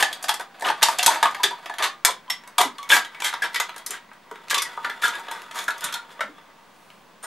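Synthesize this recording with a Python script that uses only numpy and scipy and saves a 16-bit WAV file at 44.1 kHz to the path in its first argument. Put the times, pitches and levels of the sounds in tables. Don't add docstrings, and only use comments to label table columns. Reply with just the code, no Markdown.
import sys
import numpy as np
from scipy import signal
from scipy.fft import rfft, irfft, next_fast_len
from scipy.io import wavfile
from scipy.ndimage import uniform_filter1d

SR = 44100
rng = np.random.default_rng(int(sys.argv[2]) if len(sys.argv) > 2 else 0)


def materialize(psi):
    bounded = np.clip(np.atleast_2d(psi).T, -1, 1)
    quanta = np.round(bounded * 32767).astype(np.int16)
    wavfile.write(sys.argv[1], SR, quanta)


def field_ratio(decibels):
    return 10 ** (np.asarray(decibels, dtype=float) / 20)


N = 320144


def unit(x):
    return x / np.sqrt(np.mean(x ** 2) + 1e-20)


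def along(points, hz):
    f, v = np.transpose(points)
    return np.interp(np.log(hz + 1), np.log(f + 1), v)


def filtered(x, response):
    m = next_fast_len(N + SR // 2)
    return irfft(rfft(x, m) * response(np.fft.rfftfreq(m, 1 / SR)), m)[..., :N]


def causal(gain):
    c = irfft(np.log(gain + 1e-6))
    c[1:len(c) // 2] *= 2
    c[len(c) // 2 + 1:] = 0
    return np.exp(rfft(c))


def follower(x, release_s):
    keep = np.exp(-1 / (release_s * SR))
    return np.sqrt(signal.lfilter([1 - keep], [1, -keep], x ** 2))


# frequency in Hz, density in dB per Hz.
HUSH = [(24, -49), (36, -11.5), (54, -15.5), (125, -10), (170, 0.5), (339, -5), (1110, -2.5), (1220, -7),
        (3350, -13), (3800, -14.5), (14100, -30), (15000, -22), (15300, -40.5)]
# frequency in Hz, left-right likeness (0-1).
HUSH_ALIKE = [(60, 0.54), (240, 0.63), (950, 0.81), (3770, 0.78), (15000, 0.32)]
# frequency in Hz, level in dB rms.
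FAN_WHINES = [(1044, -67), (1136, -67)]


def hush():
    def response(hz):
        turn = np.arccos(np.clip(along(HUSH_ALIKE, hz), -1, 1)) / 2
        return field_ratio(along(HUSH, hz)) * [np.cos(turn), np.sin(turn)]

    level_db = -55
    mid, side = filtered(rng.standard_normal((2, N)), response)
    noise = field_ratio(level_db + 2) * unit(np.array([mid + side, mid - side]))
    drift = unit(uniform_filter1d(rng.standard_normal(N), 9000))
    t = np.arange(N) / SR
    whine = np.zeros(N)
    for hz, db in FAN_WHINES:
        whine += np.sqrt(2) * field_ratio(db + 1.1 * drift) * np.sin(2 * np.pi * hz * t + 0.2 * drift)
    return noise + whine


def ducking(x, knee_db, depth, release_s):
    return (1 + follower(x, release_s) / field_ratio(knee_db)) ** -depth


def scan_whistle():
    hz, level_db = 15628, -77
    return field_ratio(level_db + 3.0) * np.sqrt(2) * np.sin(2 * np.pi * hz * np.arange(N) / SR)


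# frequency in Hz, t60 in s.
ROOM = [(200, 0.39), (600, 0.18), (1500, 0.23), (4000, 0.21), (10000, 0.15), (16000, 0.083)]
# frequency in Hz, left-right likeness (0-1).
ECHO_ALIKE = [(300, 0.91), (1000, 0.89), (2500, 0.93), (5000, 0.75), (12000, 0.74)]


def room(paths):
    hz, t, z = signal.stft(rng.standard_normal((len(paths), 2, SR // 2)), SR, nperseg=256)
    turn = np.arccos(np.clip(along(ECHO_ALIKE, hz), 0, 1))[:, None] / 2
    z = z * field_ratio(-60 * t / along(ROOM, hz)[:, None]) * [np.cos(turn), np.sin(turn)]
    mid, side = signal.istft(z, SR, nperseg=256)[1].swapaxes(0, 1)
    tails = np.array([mid + side, mid - side]) / np.linalg.norm(mid[0])
    tails = np.pad(tails, ((0, 0), (0, 0), (120, 0)))
    return signal.fftconvolve(paths[None], tails, axes=2)[..., :N].sum(axis=1)


def sleeve():
    peak_s, length_s, rms_db, centre_hz = 6.86, .13, -67.5, 9000
    swell = np.exp(-.5 * ((np.arange(N) / SR - peak_s) / length_s) ** 2)
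    cloth = filtered(rng.standard_normal(N), lambda f: np.exp(-(np.log((f + 1) / centre_hz) / .45) ** 2))
    return field_ratio(rms_db) * swell * unit(cloth)


# start in seconds, peak in dB.
JOLTS = [(.026, -52), (.2915, -60), (.828, -53), (.99, -52), (1.0616, -56), (1.228, -60), (1.44, -50),
         (1.823, -53), (2.0488, -49), (2.2993, -67), (2.5815, -50), (2.916, -65), (3.5994, -55),
         (3.908, -64), (4.508, -55), (5.035, -62), (5.68, -63), (5.8415, -54)]


def jolts():
    rise_s = 0.002
    t = np.arange(N) / SR
    u = np.array([np.clip(t - s, 0, 1) / rise_s for s, db in JOLTS])
    push = field_ratio([db + 12 for s, db in JOLTS]) @ (u * np.exp(-u))
    return filtered(push, lambda f: (1j * f / (25 + 1j * f)) ** 2)


# start in seconds, frequency in Hz, level # in dB, t60 in s.
RINGS = [(.027, 787, -4.5, 0.032), (.83, 894, -4.5, 0.032), (1.831, 1100, -18.5, 0.14),
         (.99, 734, -18.5, 0.043), (1.397, 980, -22, 0.1), (1.439, 410, -25.5, 0.097),
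         (1.508, 972, -25, 0.15), (2.097, 412, -23.5, 0.034), (2.3, 2010, -22.5, 0.062),
         (2.301, 5425, -22, 0.072), (4.848, 1424, -14.5, 0.058), (2.921, 1605, -6.5, 0.083),
         (5.04, 1660, -14, 0.065), (2.296, 1160, -40, 0.2), (5.6806, 1673, -2, 0.018),
         (2.585, 728, -14, 0.091), (2.6, 410, -23.5, 0.071), (2.652, 266, -28.5, 0.087),
         (2.786, 1130, -34, 0.25), (3.42, 1631, -14, 0.084), (5.054, 951, -22.5, 0.24),
         (5.944, 1425, -25.5, .16), (5.828, 1485, -29, 0.39), (3.897, 410, -38.5, 0.088),
         (4.316, 443, -28, 0.04), (5.839, 158, -36.5, 0.088), (5.941, 938, -29, 0.25),
         (5.942, 4270, -49, 0.13), (6.212, 590, -21, 0.034), (6.235, 220, -42.5, 0.23),
         (3.048, 1640, -27, 0.04), (3.435, 1600, -23, .06), (3.449, 1594, -27, 0.02),
         (4.509, 1700, -12, 0.027), (4.544, 1130, -18.5, 0.068), (4.595, 2107, -24, 0.12),
         (4.623, 3377, -29, 0.056), (4.655, 1940, -32, 0.069), (5.034, 1417, -14.5, 0.12),
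         (5.074, 1300, -18, 0.052), (5.134, 1655, -28.5, .12), (5.17, 1286, -34.5, 0.19),
         (5.281, 1665, -25, 0.043), (6.217, 1354, -23, 0.049), (1.254, 1070, -17, 0.049),
         (.622, 905, -14.5, 0.029), (.7, 890, -6.5, 0.017), (3.146, 2260, -37, 0.23),
         (1.4395, 3500, -26, 0.14), (1.4396, 1700, -21.5, 0.12), (1.695, 1710, -30, 0.073),
               (2.83, 2214, -40, .15), (2.75, 4720, -51, .1), (3.7, 1302, -37, .2),
               (3.783, 3300, -46.5, 0.16), (4.36, 1320, -42, .15), (5.945, 4300, -40.5, 0.14),
               (6.29, 300, -41, 0.16), (2.468, 988, -38.5, 0.093), (2.279, 1015, -38, 0.17),
               (2.085, 1009, -19.5, 0.083), (2.09, 3350, -32, .1), (5.03, 3500, -25.5, 0.2),
               (5.134, 3550, -30, 0.044), (5.152, 3550, -33, 0.053), (5.59, 3460, -31, 0.15),
               (5.186, 923, -32, 0.17), (5.316, 950, -31, .25), (5.316, 3500, -34.5, 0.079),
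               (5.32, 5300, -54, .3), (5.864, 3270, -30, .05), (5.888, 1354, -32, .05),
               (5.949, 1830, -32, 0.12), (6.104, 490, -46, .1), (6.106, 3450, -50, 0.092),
               (6.345, 3366, -55, 0.33), (7.228, 8900, -33, 0.12)]


def rings():
    out, t = np.zeros(N + SR), np.arange(SR // 3) / SR
    for s, hz, db, t60 in RINGS:
        waver = unit(uniform_filter1d(rng.standard_normal(len(t)), 500))
        decay = field_ratio(db - 60 * t / t60 + 3.0 * waver[::-1]) * (1 - np.exp(-t / 0.0018))
        out[round(s * SR):][:len(t)] += decay * np.sin(2 * np.pi * hz * t + 0.59 * waver)
    return filtered(out[:N], lambda f: (1j * f / (150 + 1j * f)) ** 3)


def crackle(chance, spread_db):
    return chance[0] * field_ratio(spread_db * chance[1])


# frequency in Hz, density in dB per Hz.
METAL = [(35, -71), (60, -35), (401, -8), (627, -2.5), (934, 5.5), (1180, 4.5), (1640, 2.5), (2750, -6),
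         (3480, -3.5), (5060, -12), (11500, -18), (13900, -23.5), (16400, -49)]


def shell(modes, f, bed_db):
    response = field_ratio(bed_db)
    for k, (hz, width_hz, db) in enumerate(modes):
        peak = 1j * f * width_hz / (hz * hz - f * f + 1j * f * width_hz)
        response = response + (-1) ** k * field_ratio(db - along(METAL, hz)) * peak
    return response


# time in seconds, pressure in dB.
SHEAR = [(0, -19), (.42, -53), (.64, -30), (.81, -31.5), (1.05, -21), (1.33, -29.5), (1.96, -40),
         (2.081, -45), (2.47, -43.5), (3.48, -30.5), (3.62, -33), (4.15, -47.5), (4.67, -31), (5.26, -32),
         (5.76, -31.5), (6.4, -43), (6.851, -48), (7.26, -57.5)]


def shear():
    s, groan_db = np.transpose(SHEAR)
    rasp_db = -9 + 1.33 * groan_db
    t = np.arange(N) / SR
    clumps = unit(uniform_filter1d(rng.standard_normal(N), 300))
    grains = crackle(rng.standard_normal((2, N)), spread_db=1.5) * field_ratio(4 * clumps)
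    stage = np.searchsorted(STAGE_ENDS_S[:3:2], t)
    rung = np.zeros(N)
    for k, modes in enumerate([WHOLE, GAPING, HANGING]):
        body = filtered(grains, lambda f: field_ratio(along(METAL, f)) * shell(modes, f, bed_db=-11.0))
        rung += unit(body) * (stage == k)
    low = filtered(rung, lambda f: 1 / (1 + (f / 2500) ** 6))
    groan = unit(low) * field_ratio(np.interp(t, s, groan_db) - 14.5)
    rasp = unit(rung - low) * field_ratio(np.interp(t, s, rasp_db) - 4.0)
    return groan + rasp


def snap_force(t, last_s, first_crack, cracks):
    force = (1 - np.exp(-t / .0007)) * field_ratio(-60 * (t / last_s) ** 2)
    force *= 1 + first_crack * np.exp(-t / 0.00095)
    return force * field_ratio(2.24 * unit(uniform_filter1d(cracks, 40)))


def tear_force(t, last_s):
    clumps = unit(uniform_filter1d(rng.standard_normal(len(t)), 90))
    swell = np.sin(np.pi * np.clip(t / last_s, 0, 1) ** 0.58) ** 1.51
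    return swell * (t < last_s) * field_ratio(2.2 * clumps)


# frequency in Hz, width in Hz, level in dB.
WHOLE = [(410, 10, -22), (620, 51, -5), (723, 81, 0.5), (773, 110, 1.5), (784, 4.7, 4), (842, 35, -15),
         (1205, 2.7, -1.5), (1400, 140, -4.5), (1777, 7.8, -10), (2180, 27, -32), (3460, 220, -15.5),
         (4610, 220, -9.5)]
OPENING = [(257, 6, -26), (430.5, 18, -8.5), (700, 40, -11.5), (992, 36, 4), (1130, 14, -5.5),
           (1337, 27, 0.5), (1605, 3.9, -14), (2000, 35, 0.5), (2260, 95, -7), (3350, 530, -0.5),
           (5170, 84, -27)]
GAPING = [(950, 25.2, -4.5), (1290, 37, -25.5), (1600, 19, -8), (2010, 80, -0.5), (2193, 77, -17),
          (3210, 66, -4), (3370, 53, -11.5), (3670, 75, -5.5), (4200, 26, -17), (4300, 120, -12),
          (5300, 61, -18), (5300, 36, -18)]
HANGING = [(410, 85, -19.5), (842, 120, -3), (936, 38, -4.5), (1100, 65, -16), (1230, 19, -4.5),
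           (1440, 23, 0), (1660, 14, -19.5), (2000, 26, -2.5), (2753, 89, -42), (3427, 84, -2),
           (4270, 23.5, -24.5), (4700, 35, -13), (7000, 160, -30)]
DROPPED = [(570, 92, 3), (1400, 85, 3), (1700, 130, -5), (2145, 77, 3), (2870, 100, -18), (3500, 68, -16)]
STAGE_ENDS_S = [2.0, 3.1, 4.4, 6.15, 6.8]
# start in seconds, peak, shell and fizz in dB, loudest ring in
# Hz.
BITES = [(.0255, 1, -20, -8.5, 1684), (.2915, -7, -13.5, -5.5, 837), (.6848, -13, -29.5, -20, 925),
         (.828, 3, -17.5, -1.5, 3780), (1.0285, -7, -10, 1.5, 6000), (1.0616, 1.5, -8, 5, 3460),
         (1.2278, -3.5, -4, -8, 890), (1.253, -20.5, 4, -10, 1100), (1.4325, -5, -11, -3, 4670),
         (1.4395, -4, -11.5, -6.5, 3500), (1.7835, -15.5, -18, -11, 900), (1.8233, -13, -25, -10, 1170),
         (2.0488, 1.5, -11.5, 6, 3300),
         (2.2993, -10.5, -13, 2.5, 2000), (2.5814, -3.5, -7, 3.5, 1130),
               (2.605, -10.5, -6.5, -7, 970), (2.6118, -6, -5, 4, 3700), (2.901, -4.5, -10, -36, 2427),
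               (2.916, -6, -16, -22, 1715), (3.243, -10.5, -16, -1, 3210), (3.5582, -8.5, -11.5, -8, 1925),
               (3.5993, -7.5, -11, -7, 6740), (4.5076, -7, -19, -5.5, 2065), (4.543, -7.5, -20.5, -7, 1130),
               (4.579, -11, -29, -9.5, 3800), (4.62, -10, -20, 2, 2000), (5.0354, -40, 5, -23, 1470),
               (5.6802, -16.5, -1.5, -5, 1400), (5.8405, -14, -36, 4, 9700), (5.9397, -14, -19, -2, 3600),
               (6.2061, -14, -2, -10, 1394)]
# start in seconds, peak, shell and fizz in dB.
BUCKLES = [(.1275, -17.5, -32, -6), (.2261, -22, -7, 8), (.2395, -18, 0, -1), (.3391, -13, -3.5, 2),
           (.3954, -22, 7, -2.5), (.4079, -22.5, 4, -4), (.6211, -18.5, 9, 1.5), (.6458, -17, -57, -63),
           (.7004, -13.5, 2.5, -10), (.82, -10.5, -5.5, -12), (1.3456, -19.5, -1.5, -12),
           (1.5074, -23, 4, -4), (1.658, -20, -8.5, -14), (1.6959, -22, 1.5, -9.5),
           (2.1066, -16, -21, -1.5), (3.047, -22, -9.5, -5), (3.2012, -18, -9, -7), (3.337, -18, -4.5, -11),
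           (3.4209, -13.5, -11, -8), (3.5438, -14.5, -19, -9.5), (3.8625, -13.5, -11.5, 8.5),
           (3.906, -15, -9, 16), (4.845, -15.5, -10.5, -16.5), (4.8963, -18, -5, -14),
           (5.135, -28, -23, -28), (5.3116, -19, -9, -5), (5.5111, -22.5, -13.5, -11),
           (5.5876, -19, -18, -5), (5.9242, -19, -20, -8), (6.2225, -39, -2, 0)]
# start in seconds, peak, shell and fizz in dB.
TICKS = [(.596, -31.5, 16.5, 11), (1.31, -28, -4, -4.5), (1.7393, -26.5, -9, -11), (2.2782, -38, -10, -18),
         (2.4364, -36, 1, -9), (2.4752, -30.5, -1, 2.5), (2.7825, -23.5, -14, -5), (2.8284, -27, -17, -2),
         (3.1467, -29, -10.5, -13), (3.6925, -24, -5, -15), (3.762, -25, 1, -1), (3.7795, -27, -10, 4),
         (4.133, -42.5, -12, 0.5), (4.115, -35.5, 0.5, -31), (4.3116, -32.5, 5, -8),
         (4.3565, -30, -5.5, -16), (4.4823, -24, -18, -13), (4.498, -16, -29, -8), (4.775, -39, 33, -15),
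         (5.236, -43, -27, -26), (5.2828, -24, -3.5, -16), (5.4171, -27, -4.5, -6), (5.5575, -24, 6, 2),
         (5.7053, -20, -25, -10), (5.807, -24, -29, 0), (5.8874, -26, -29, -26), (6.103, -40, -18, -36),
         (6.1922, -28, -4.5, -29.5), (6.9024, -32.5, -10, -19), (7.226, -39, -7.5, -1.5)]
# start in seconds, peak, shell and fizz in dB, loudest ring in Hz.
CRACKLES = [(.6078, -24, -2, 0, 8800), (.6567, -17, -3, -12, 3070), (.668, -17.5, -5, -2, 1870),
            (.8125, -25, 0, -8, 920), (.885, -10.5, -10.5, -9, 900), (.9919, -7.5, -26, -15, 2640),
            (1.078, -11.5, -9, -29, 920), (1.145, -20, -3, -12, 3360), (1.158, -17.5, -4, -12, 915),
            (2.935, -5.5, -6, -16, 3500), (2.965, -9, -8.5, -13, 1615), (3.2206, -13, -10, -9.5, 2330),
            (3.3278, -21, -7, -13, 3110), (3.532, -33, -32.5, -0.5, 4110),
            (4.503, -12.5, -26.5, -3.5, 4920), (4.53, -16, -4.5, -21, 2000), (4.57, -26.5, 11, -31, 1100),
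            (5.0218, -20, -14, -20, 1660), (5.0318, -21, -11, -16, 1700), (5.088, -25, -10, 3, 1300),
            (5.1525, -24.5, -18, -2, 3460), (5.195, -30, -8, 5, 1270), (5.64, -26.5, -20, 13, 9500),
            (5.78, -26, -24, 3, 9000), (1.2545, -8.5, -2.5, -11, 1246), (3.339, -20, -6, -14, 2000),
            (5.042, -14, -2, -8, 1500), (5.079, -17.5, -3, 2, 1400), (6.225, -29, -6, -16, 2980),
            (6.1218, -45, -7, -10, 3420), (6.2135, -29, -14, -24, 2130)]
# start in seconds, peak, shell and fizz in dB, length in s.
TEARS = [(0, -10, -4.5, -4, 0.02), (0.281, -13.5, -7, -2, 0.022), (0.637, -16, 2, -12, 0.085),
         (0.828, -17, -1.5, -0.5, 0.15), (0.985, -9.5, -15.5, 5, 0.011), (1.062, -15, -3.5, -5.5, 0.14),
         (1.25, -26.5, -1, -5, 0.051), (1.787, -21.5, 1.5, -13, 0.051), (1.822, -6.5, -10, -9.5, 0.058),
         (2.046, -31, 18.5, -22, 0.093), (2.579, -18, 11, 9, .11), (2.889, -7.5, -9.5, 2, 0.12),
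         (3.232, -10.5, -12, -4.5, 0.084), (3.425, -18.5, -7, -11.5, 0.048), (3.894, -24, -13, -15, 0.1),
         (4.496, -21.5, -12, -31, 0.1), (4.834, -27.5, 5.5, -8, 0.069), (5.015, -15, -21, -9, 0.1),
         (5.11, -29, -2, -8, 0.13), (5.304, -31.5, -0.5, -8, 0.12), (5.54, -21, -6, -5, 0.13),
         (5.805, -24, -4, -10, 0.13), (6.103, -35.5, -6, -8.5, 0.048), (7.227, -26.5, -1, -2, 0.049)]


def bursts(count):
    span = 8192
    paths, t, f = np.zeros((count, N + span)), np.arange(span) / SR, np.fft.rfftfreq(span, 1 / SR)
    stages, metal = [WHOLE, OPENING, GAPING, HANGING, DROPPED, HANGING], along(METAL, f)
    bite_s, buckle_s, tick_s = 0.022, 0.017, 0.01
    kinds = [(BITES, bite_s), (BUCKLES, buckle_s), (TICKS, tick_s), (CRACKLES, tick_s)]
    snaps = [(*row[:4], last_s, *row[4:]) for rows, last_s in kinds for row in rows]
    for k, (s, db, shell_db, fizz_db, last_s, *ring_hz) in enumerate(snaps + TEARS):
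        cracks = crackle(rng.standard_normal((2, span)), spread_db=4.5)
        if k < len(snaps):
            force = snap_force(t, last_s, field_ratio(2) * (last_s == bite_s), cracks)
        else:
            force = tear_force(t, last_s)
        grip = rng.standard_normal((2, 14))
        stage = stages[np.searchsorted(STAGE_ENDS_S, s)]
        modes = [(hz * (1 + 0.016 * a), width_hz, level + 2.2 * b)
                 for (hz, width_hz, level), a, b in zip(stage, *grip)]
        modes += [(hz, 77, along(METAL, hz) + 5.5) for hz in ring_hz]
        tilt = [(900, shell_db + 4.0), (1900, shell_db / 2 + 5.0), (3000, 0.017), (7000, fizz_db + 10.0)]
        lumps_db = 1.3 * unit(uniform_filter1d(rng.standard_normal(len(f)), 70))
        colour = causal(field_ratio(metal + lumps_db + along(tilt, f)))
        sound = rfft(cracks * force) * colour * shell(modes, f, bed_db=-7.0)
        top = np.abs(irfft(sound * (f > 1500))).max()
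        paths[k % count, round(s * SR):][:span] += field_ratio(db - 1.5) * irfft(sound) / top
    return paths[:, :N]


def scene():
    paths = bursts(count=5)
    paths[0] += shear()
    paths[1] += rings()
    bass_cut = signal.butter(4, 109, 'high', analog=True)
    paths = filtered(paths, lambda f: signal.freqs(*bass_cut, f)[1])
    can = paths.sum(axis=0)
    floor = hush() * ducking(can, knee_db=-43.5, depth=0.063, release_s=0.39)
    direct = can * field_ratio([[.3], [-.3]])
    echoes = field_ratio(-3.5) * room(paths)
    return direct + echoes + floor + scan_whistle() + jolts() + sleeve()


def narrowed(x, busy_db, busy_s, top_hz):
    level = follower(x.mean(axis=0), busy_s)
    level = np.pad(level, (250, 0))[:N]
    top = filtered(x, lambda hz: 1 / (1 + (top_hz / (hz + 1)) ** 60))
    return x - top + top / (1 + (level / field_ratio(busy_db)) ** 8)


def top_cut(x):
    return signal.sosfilt(signal.butter(12, 16500, fs=SR, output="sos"), x)


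def record(dry):
    ceiling, top_hz, offset = 1.05, 15780, -.0005
    x = dry / (1 + np.abs(dry / ceiling) ** 10) ** (1 / 10)
    x = filtered(x, lambda hz: 1 / (1 + (hz / top_hz) ** 120)) + offset
    return top_cut(narrowed(x, busy_db=-28, busy_s=.02, top_hz=14500))


dry = scene()
out = record(dry)
materialize(out)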